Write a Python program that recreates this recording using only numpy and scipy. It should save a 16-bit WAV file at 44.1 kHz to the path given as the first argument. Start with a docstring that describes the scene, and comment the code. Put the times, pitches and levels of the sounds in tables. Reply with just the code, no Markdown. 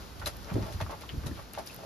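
"""Cow walking through mud

A cow walks past in a muddy outdoor pen while others shift their feet. Each hoof thuds and
churns the soft ground; air pockets pop in the mud, bubbles burst, wet grit crackles and ticks.
Light wind rumbles on the microphone over a steady outdoor hiss."""
import sys
import numpy as np
from scipy import signal
from scipy.fft import rfft, irfft, next_fast_len
from scipy.io import wavfile

SR = 44100
rng = np.random.default_rng(int(sys.argv[2]) if len(sys.argv) > 2 else 0)


def transcribe(u):
    """Save the signal u as a 16-bit wav file named by the first command-line argument.

    u: samples, shape (n,) or (channels, n), limited to [-1, 1]; the rate is SR.
    q: integer samples, one column per channel.
    """
    v = np.clip(np.atleast_2d(u).T, -1, 1)
    q = np.round(v * 32767).astype(np.int16)
    wavfile.write(sys.argv[1], SR, q)


N = 81585
T = np.arange(N) / SR

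# outdoor hiss and wind rumble spectra (frequency [Hz], relative density [dB])
HISS_SPECTRUM_DB = [(40, -4), (130, 0.5), (400, -7), (800, -10), (1400, -11.5), (1950, -18.5), (5000, -19),
                    (7500, -26), (12000, -27.5), (14000, -30), (15300, -60)]
WIND_SPECTRUM_DB = [(25, -33), (45, 14.5), (68, 15.5), (110, 5), (200, -15.5), (400, -34.5)]
# outdoor hiss and wind gusts (time [s], level [dB])
HISS_LEVEL_DB = [(0, -45.5), (.15, -48), (.35, -47), (0.679, -44.5), (.97, -48), (1.2, -47.5),
                 (1.38, -47.5), (1.48, -49.5), (1.6, -48.5), (1.85, -46.5)]
WIND_LEVEL_DB = [(0, -43.5), (.11, -55.5), (.22, -42), (.35, -44.5), (.46, -46), (.6, -47), (.84, -38),
                 (1.0, -57.5), (1.075, -44), (1.36, -40), (1.46, -50.5), (1.6, -56.5), (1.85, -82)]
# grit and patter spectrum (frequency [Hz], relative density [dB])
GRIT_SPECTRUM_DB = [(500, -2), (1300, -2.5), (4000, 3), (5500, 0), (7500, -3.5), (11400, -1.5),
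                    (15000, -22)]
# lone grains snapping (time [s], peak [dB], centre [Hz])
GRAIN_TICKS = [(.368, -37, 11800), (0.4455, -35.5, 4880), (.541, -35.5, 5200), (.625, -36.5, 4800),
               (0.667, -39.5, 11500), (1.01, -36, 11000), (1.5352, -28, 10900), (1.662, -34, 11100),
               (1.674, -30, 4900), (1.7449, -32.5, 11400), (1.763, -34.5, 11200)]
# wet grit squeezed out (time [s], hold [s], level [dB], tilt [dB/oct])
GRIT_SPRAYS = [(0.193, 0.0042, -48, -1.5), (0.2575, 0.015, -34.5, 0.7), (0.534, 0.004, -50, 3.5),
               (0.61, 0.066, -54.5, -6), (0.721, 0.0084, -48, 0), (0.801, 0.01, -39, -4.5),
               (0.903, 0.0084, -49.5, -1), (1.008, 0.0097, -46, -4), (1.26, 0.0053, -41.5, 1),
               (1.352, 0.045, -55.5, -4.5), (1.53, 0.038, -50, -5), (1.582, 0.014, -48, 0),
               (1.663, 0.015, -47.5, 1), (1.692, 0.057, -55.5, 0)]
# larger bubbles bursting (time [s], pitch [Hz], level [dB], t60 [s])
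MUD_BUBBLES = [(.216, 1420, -37, .014), (0.259, 4020, -29, 0.033), (.267, 564, -35, 0.045),
               (0.269, 1295, -32, 0.032), (0.802, 1470, -27.5, 0.012), (.804, 918, -28, 0.03),
               (.807, 614, -27.5, 0.026), (0.864, 1150, -20, 0.0048), (1.036, 990, -23.5, 0.005),
               (1.092, 3080, -26.5, 0.0077), (1.313, 1760, -39.5, 0.02), (1.576, 808, -24.5, 0.016),
               (1.596, 675, -21, 0.011), (1.698, 2584, -39, .02), (1.835, 660, -28.5, 0.015)]
# clusters of air pockets popping (time [s], hold [s], level [dB], centre [Hz])
MUD_SQUELCHES = [(0.214, 0.0098, -41.5, 1230), (0.261, 0.016, -38.5, 1390), (0.483, 0.022, -47, 1800),
                 (0.467, 0.056, -48, 810), (0.583, 0.036, -48, 780), (0.618, 0.015, -44, 1180),
                 (0.657, 0.049, -46, 650), (0.8002, 0.01, -40.5, 1390), (0.892, 0.043, -41.5, 935),
                 (1.089, 0.003, -45, 2750), (1.232, 0.0046, -46, 1440), (1.26, 0.0077, -43.5, 1090),
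                 (1.369, 0.03, -49.5, 1050), (1.573, 0.031, -42.5, 740), (1.571, 0.025, -51, 1410),
                 (1.785, 0.08, -51.5, 776)]
# ground churned under a hoof (time [s], hold [s], level [dB], centre [Hz])
HOOF_CHURNS = [(.512, 0.056, -32, 171), (0.553, 0.021, -29, 327), (.585, 0.052, -37.5, 187),
               (0.728, .04, -44.5, 118), (0.805, 0.045, -46, 189), (1.123, 0.057, -38, 165),
               (1.24, 0.081, -38.5, 184)]
# weight landing (time [s], pitch [Hz], peak [dB], t60 [s])
HOOF_THUDS = [(0.537, 63.4, -24, 0.068), (0.559, 107, -26.5, 0.21), (0.565, 246, -19.5, 0.014),
              (0.615, 65, -24.5, 0.027), (0.742, 76, -27.5, 0.13), (0.817, 93.3, -23, 0.081),
              (1.172, 52, -22.5, 0.033), (1.251, 123, -30.5, 0.057), (1.316, 61, -35, 0.11)]
# left-right likeness (frequency [Hz], correlation [-1..1])
STEREO_CORRELATION = [(60, .7), (400, .55), (800, .35), (1400, -.1), (2000, .6), (5300, .35), (7200, .55),
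                      (7800, .995), (9000, .995), (9800, .65), (12000, .9)]
# microphone port balance (frequency [Hz], left minus right [dB])
PORT_BALANCE_DB = [(400, 0), (1000, 0.2), (1500, -5.5), (1900, 4.5), (2700, 0), (4000, 6), (5300, 5.5),
                   (7700, 0.5)]
# microphone port phase (frequency [Hz], left lead [rad])
PORT_LEAD_RAD = [(300, .1), (2200, .3), (3500, .9), (5000, .6), (6000, -.9), (7100, -1.7), (7850, -3.05),
                 (9050, -3.25), (10000, -4.7), (11500, -6.2), (13200, -6.5), (15000, -9.3)]


def from_db(db):
    """Decibels to gain."""
    return 10 ** (np.asarray(db) / 20)


def unit_rms(x):
    """Scale to unit power."""
    return x / np.sqrt(np.mean(x ** 2) + 1e-20)


def at_hz(table, hz):
    """Interpolate a table over log frequency."""
    knots_hz, values = np.transpose(table)
    return np.interp(np.log(hz), np.log(knots_hz), values)


def colour(x, db_at):
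    """Zero-phase filter; db_at maps Hz to gain in dB."""
    n = next_fast_len(x.shape[-1] + SR // 20)
    hz = np.maximum(np.arange(n // 2 + 1) * SR / n, 1)
    return irfft(rfft(x, n) * from_db(db_at(hz)), n)[..., :x.shape[-1]]


def widen(mid, side):
    """Stereo from two unrelated signals, weighted by the correlation table."""
    mid = colour(mid, lambda hz: 10 * np.log10(1 + at_hz(STEREO_CORRELATION, hz)))
    side = colour(side, lambda hz: 10 * np.log10(1 - at_hz(STEREO_CORRELATION, hz)))
    return np.array([mid + side, mid - side])


def clicks(per_s, spread_db, shape):
    """Random clicks of uneven strength and either sign."""
    strength = from_db(spread_db * np.minimum(rng.exponential(1, shape), 4))
    sign = rng.choice([-1, 1], shape)
    return strength * sign * (rng.random(shape) < per_s / SR)


def ring(x, hz, t60_s):
    """Resonator: each click starts a decaying sine."""
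    radius, angle = from_db(-60 / (t60_s * SR)), 2 * np.pi * hz / SR
    return signal.lfilter([0, np.sin(angle)], [1, -2 * radius * np.cos(angle), radius ** 2], x + 1e-18)


def hoof_pressure(hold_s, release_s, attack_s=0.0035):
    """Linear attack, hold, exponential release."""
    t = T[:SR // 5]
    return np.minimum(t / attack_s, 1) * np.exp(-np.maximum(t - hold_s, 0) / release_s)


def at_level(burst, envelope, db):
    """Give a burst the energy of its envelope at that level."""
    return unit_rms(burst) * np.sqrt(np.mean(envelope ** 2)) * from_db(db)


def add(out, time_s, x):
    """Mix x into out at time_s."""
    start = int(np.clip(time_s * SR, 0, N - 1))
    out[:, start:start + x.shape[-1]] += x[..., :N - start]


def moving_air(spectrum_db, level_db):
    """Hiss or wind: coloured stereo noise under a level curve."""
    noise = widen(*rng.standard_normal((2, N)))
    noise = colour(noise, lambda hz: at_hz(spectrum_db, hz))
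    return from_db(np.interp(T, *np.transpose(level_db))) * unit_rms(noise)


def herd_patter(level_db=-66):
    """Other cattle trample faintly, further off."""
    steps = widen(*clicks(per_s=350, spread_db=5, shape=(2, N)))
    return from_db(level_db) * unit_rms(colour(steps, lambda hz: at_hz(GRIT_SPECTRUM_DB, hz)))


def reflections(x, gain_db=-2, t60_s=0.079, delay_s=0.003):
    """Brief scatter off rails and flanks, partly different in each ear."""
    t = T[:SR // 5]
    echoes = widen(*rng.standard_normal((2, len(t)))) * from_db(-60 * t / t60_s) * (t > delay_s)
    echoes /= np.sqrt(np.sum(echoes ** 2, axis=1, keepdims=True))
    return from_db(gain_db) * signal.fftconvolve(x, echoes, axes=1)[:, :N]


def grain_ticks(t60_cycles=10, fade_s=0.0014):
    """Lone grains snap in a tiny, high-pitched cluster of fractures."""
    out = np.zeros((2, N))
    t = T[:SR // 50]
    for time_s, db, hz in GRAIN_TICKS:
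        fractures = rng.standard_normal(len(t)) * np.exp(-t / fade_s)
        crack = ring(fractures, hz, t60_cycles / hz)
        add(out, time_s, from_db(db) * crack / np.abs(crack).max())
    return out


def spurts(n, spread_db=3.5, step_s=0.003):
    """Grit lets go unevenly: a gain that wanders every few milliseconds."""
    knots_s = np.arange(0, n / SR + step_s, step_s)
    return from_db(spread_db * np.interp(T[:n], knots_s, rng.standard_normal(len(knots_s))))


def grit_sprays():
    """Hoof pressure squeezes out wet grit in a bright crackle."""
    out = np.zeros((2, N))
    for time_s, hold_s, db, tilt_db_per_oct in GRIT_SPRAYS:
        pressure = hoof_pressure(hold_s, release_s=0.0091)
        grains = clicks(per_s=4000, spread_db=3, shape=(2, len(pressure)))
        crackle = widen(*(grains * pressure * spurts(len(pressure))))
        tilt_db = lambda hz: tilt_db_per_oct * np.log2(np.maximum(hz, 800) / 4000)
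        crackle = colour(crackle, lambda hz: at_hz(GRIT_SPECTRUM_DB, hz) + tilt_db(hz))
        add(out, time_s, at_level(crackle, pressure, db))
    return out


def bubbles(rise_per_s=2.5, attack_cycles=0.98):
    """Each bubble plops, its pitch climbing slightly as it surfaces."""
    out = np.zeros((2, N))
    t = T[:SR // 10]
    for time_s, hz, db, t60_s in MUD_BUBBLES:
        plop = np.sin(2 * np.pi * hz * (t + rise_per_s * t ** 2 / 2))
        attack = np.minimum(hz * t / attack_cycles, 1)
        add(out, time_s, plop * attack * from_db(db - 60 * t / t60_s))
    return out


def cavities(pressure, centre_hz, per_s, t60_cycles, spread_oct, side_db, sizes=12):
    """Cavities of many sizes collapse under pressure, each ringing for a few cycles."""
    out = np.zeros((2, len(pressure)))
    for offset in np.linspace(-2, 2, sizes):
        octaves = spread_oct * (offset + rng.uniform(-0.2, 0.28))
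        hz = min(centre_hz * 2 ** octaves, SR / 3)
        collapses = clicks(per_s / sizes, spread_db=1.5, shape=out.shape) * pressure
        out += np.exp(-offset ** 2 / 2) * ring(collapses, hz, t60_cycles / hz)
    mid, side = out
    return widen(unit_rms(mid), from_db(side_db) * unit_rms(side))


def squelches():
    """Air pockets pop around the hooves; near and in front, so narrow in stereo."""
    out = np.zeros((2, N))
    for time_s, hold_s, db, hz in MUD_SQUELCHES:
        pressure = hoof_pressure(hold_s, release_s=0.011)
        pops = cavities(pressure, hz, per_s=1500, t60_cycles=5.3, spread_oct=0.44, side_db=-3)
        add(out, time_s, at_level(pops, pressure, db))
    return out


def churning():
    """Clods give way under a hoof in a dull, lumpy rumble."""
    out = np.zeros((2, N))
    for time_s, hold_s, db, hz in HOOF_CHURNS:
        pressure = hoof_pressure(hold_s, release_s=0.019)
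        clods = cavities(pressure, hz, per_s=900, t60_cycles=4.8, spread_oct=0.56, side_db=0)
        add(out, time_s, at_level(clods, pressure, db))
    return out


def hoof_thuds():
    """Landing weight sets off a short, soft-edged low ring in the ground."""
    out = np.zeros((2, N))
    t = T[:SR // 4]
    for time_s, hz, db, t60_s in HOOF_THUDS:
        attack = 1 - np.exp(-(2 * hz * t) ** 2)
        thud = np.sin(2 * np.pi * hz * t) * attack * from_db(-60 * t / t60_s)
        add(out, time_s, from_db(db) * thud / np.abs(thud).max())
    return out


def scene():
    """Hooves in mud, wind and open air."""
    mud = squelches() + bubbles() + grit_sprays() + herd_patter()
    hooves = hoof_thuds() + churning() + mud + reflections(mud) + grain_ticks()
    wind = moving_air(WIND_SPECTRUM_DB, WIND_LEVEL_DB)
    hiss = moving_air(HISS_SPECTRUM_DB, HISS_LEVEL_DB)
    return hooves + wind + hiss


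def record(dry):
    """Two microphone ports differ in level and phase; lowest bass and top are cut."""
    low_cut_hz, high_cut_hz = 35, 15000
    n = next_fast_len(N + SR // 20)
    hz = np.maximum(np.arange(n // 2 + 1) * SR / n, 1)
    share = np.array([[0.5], [-0.5]])
    port_gain = from_db(share * at_hz(PORT_BALANCE_DB, hz))
    port_phase_rad = share * at_hz(PORT_LEAD_RAD, hz)
    heard = irfft(rfft(dry, n) * port_gain * np.exp(1j * port_phase_rad), n)[:, :N]
    heard = signal.sosfilt(signal.butter(3, low_cut_hz, "high", fs=SR, output="sos"), heard)
    return signal.sosfilt(signal.ellip(8, 0.5, 80, high_cut_hz, fs=SR, output="sos"), heard)


dry = scene()
out = record(dry)
transcribe(out)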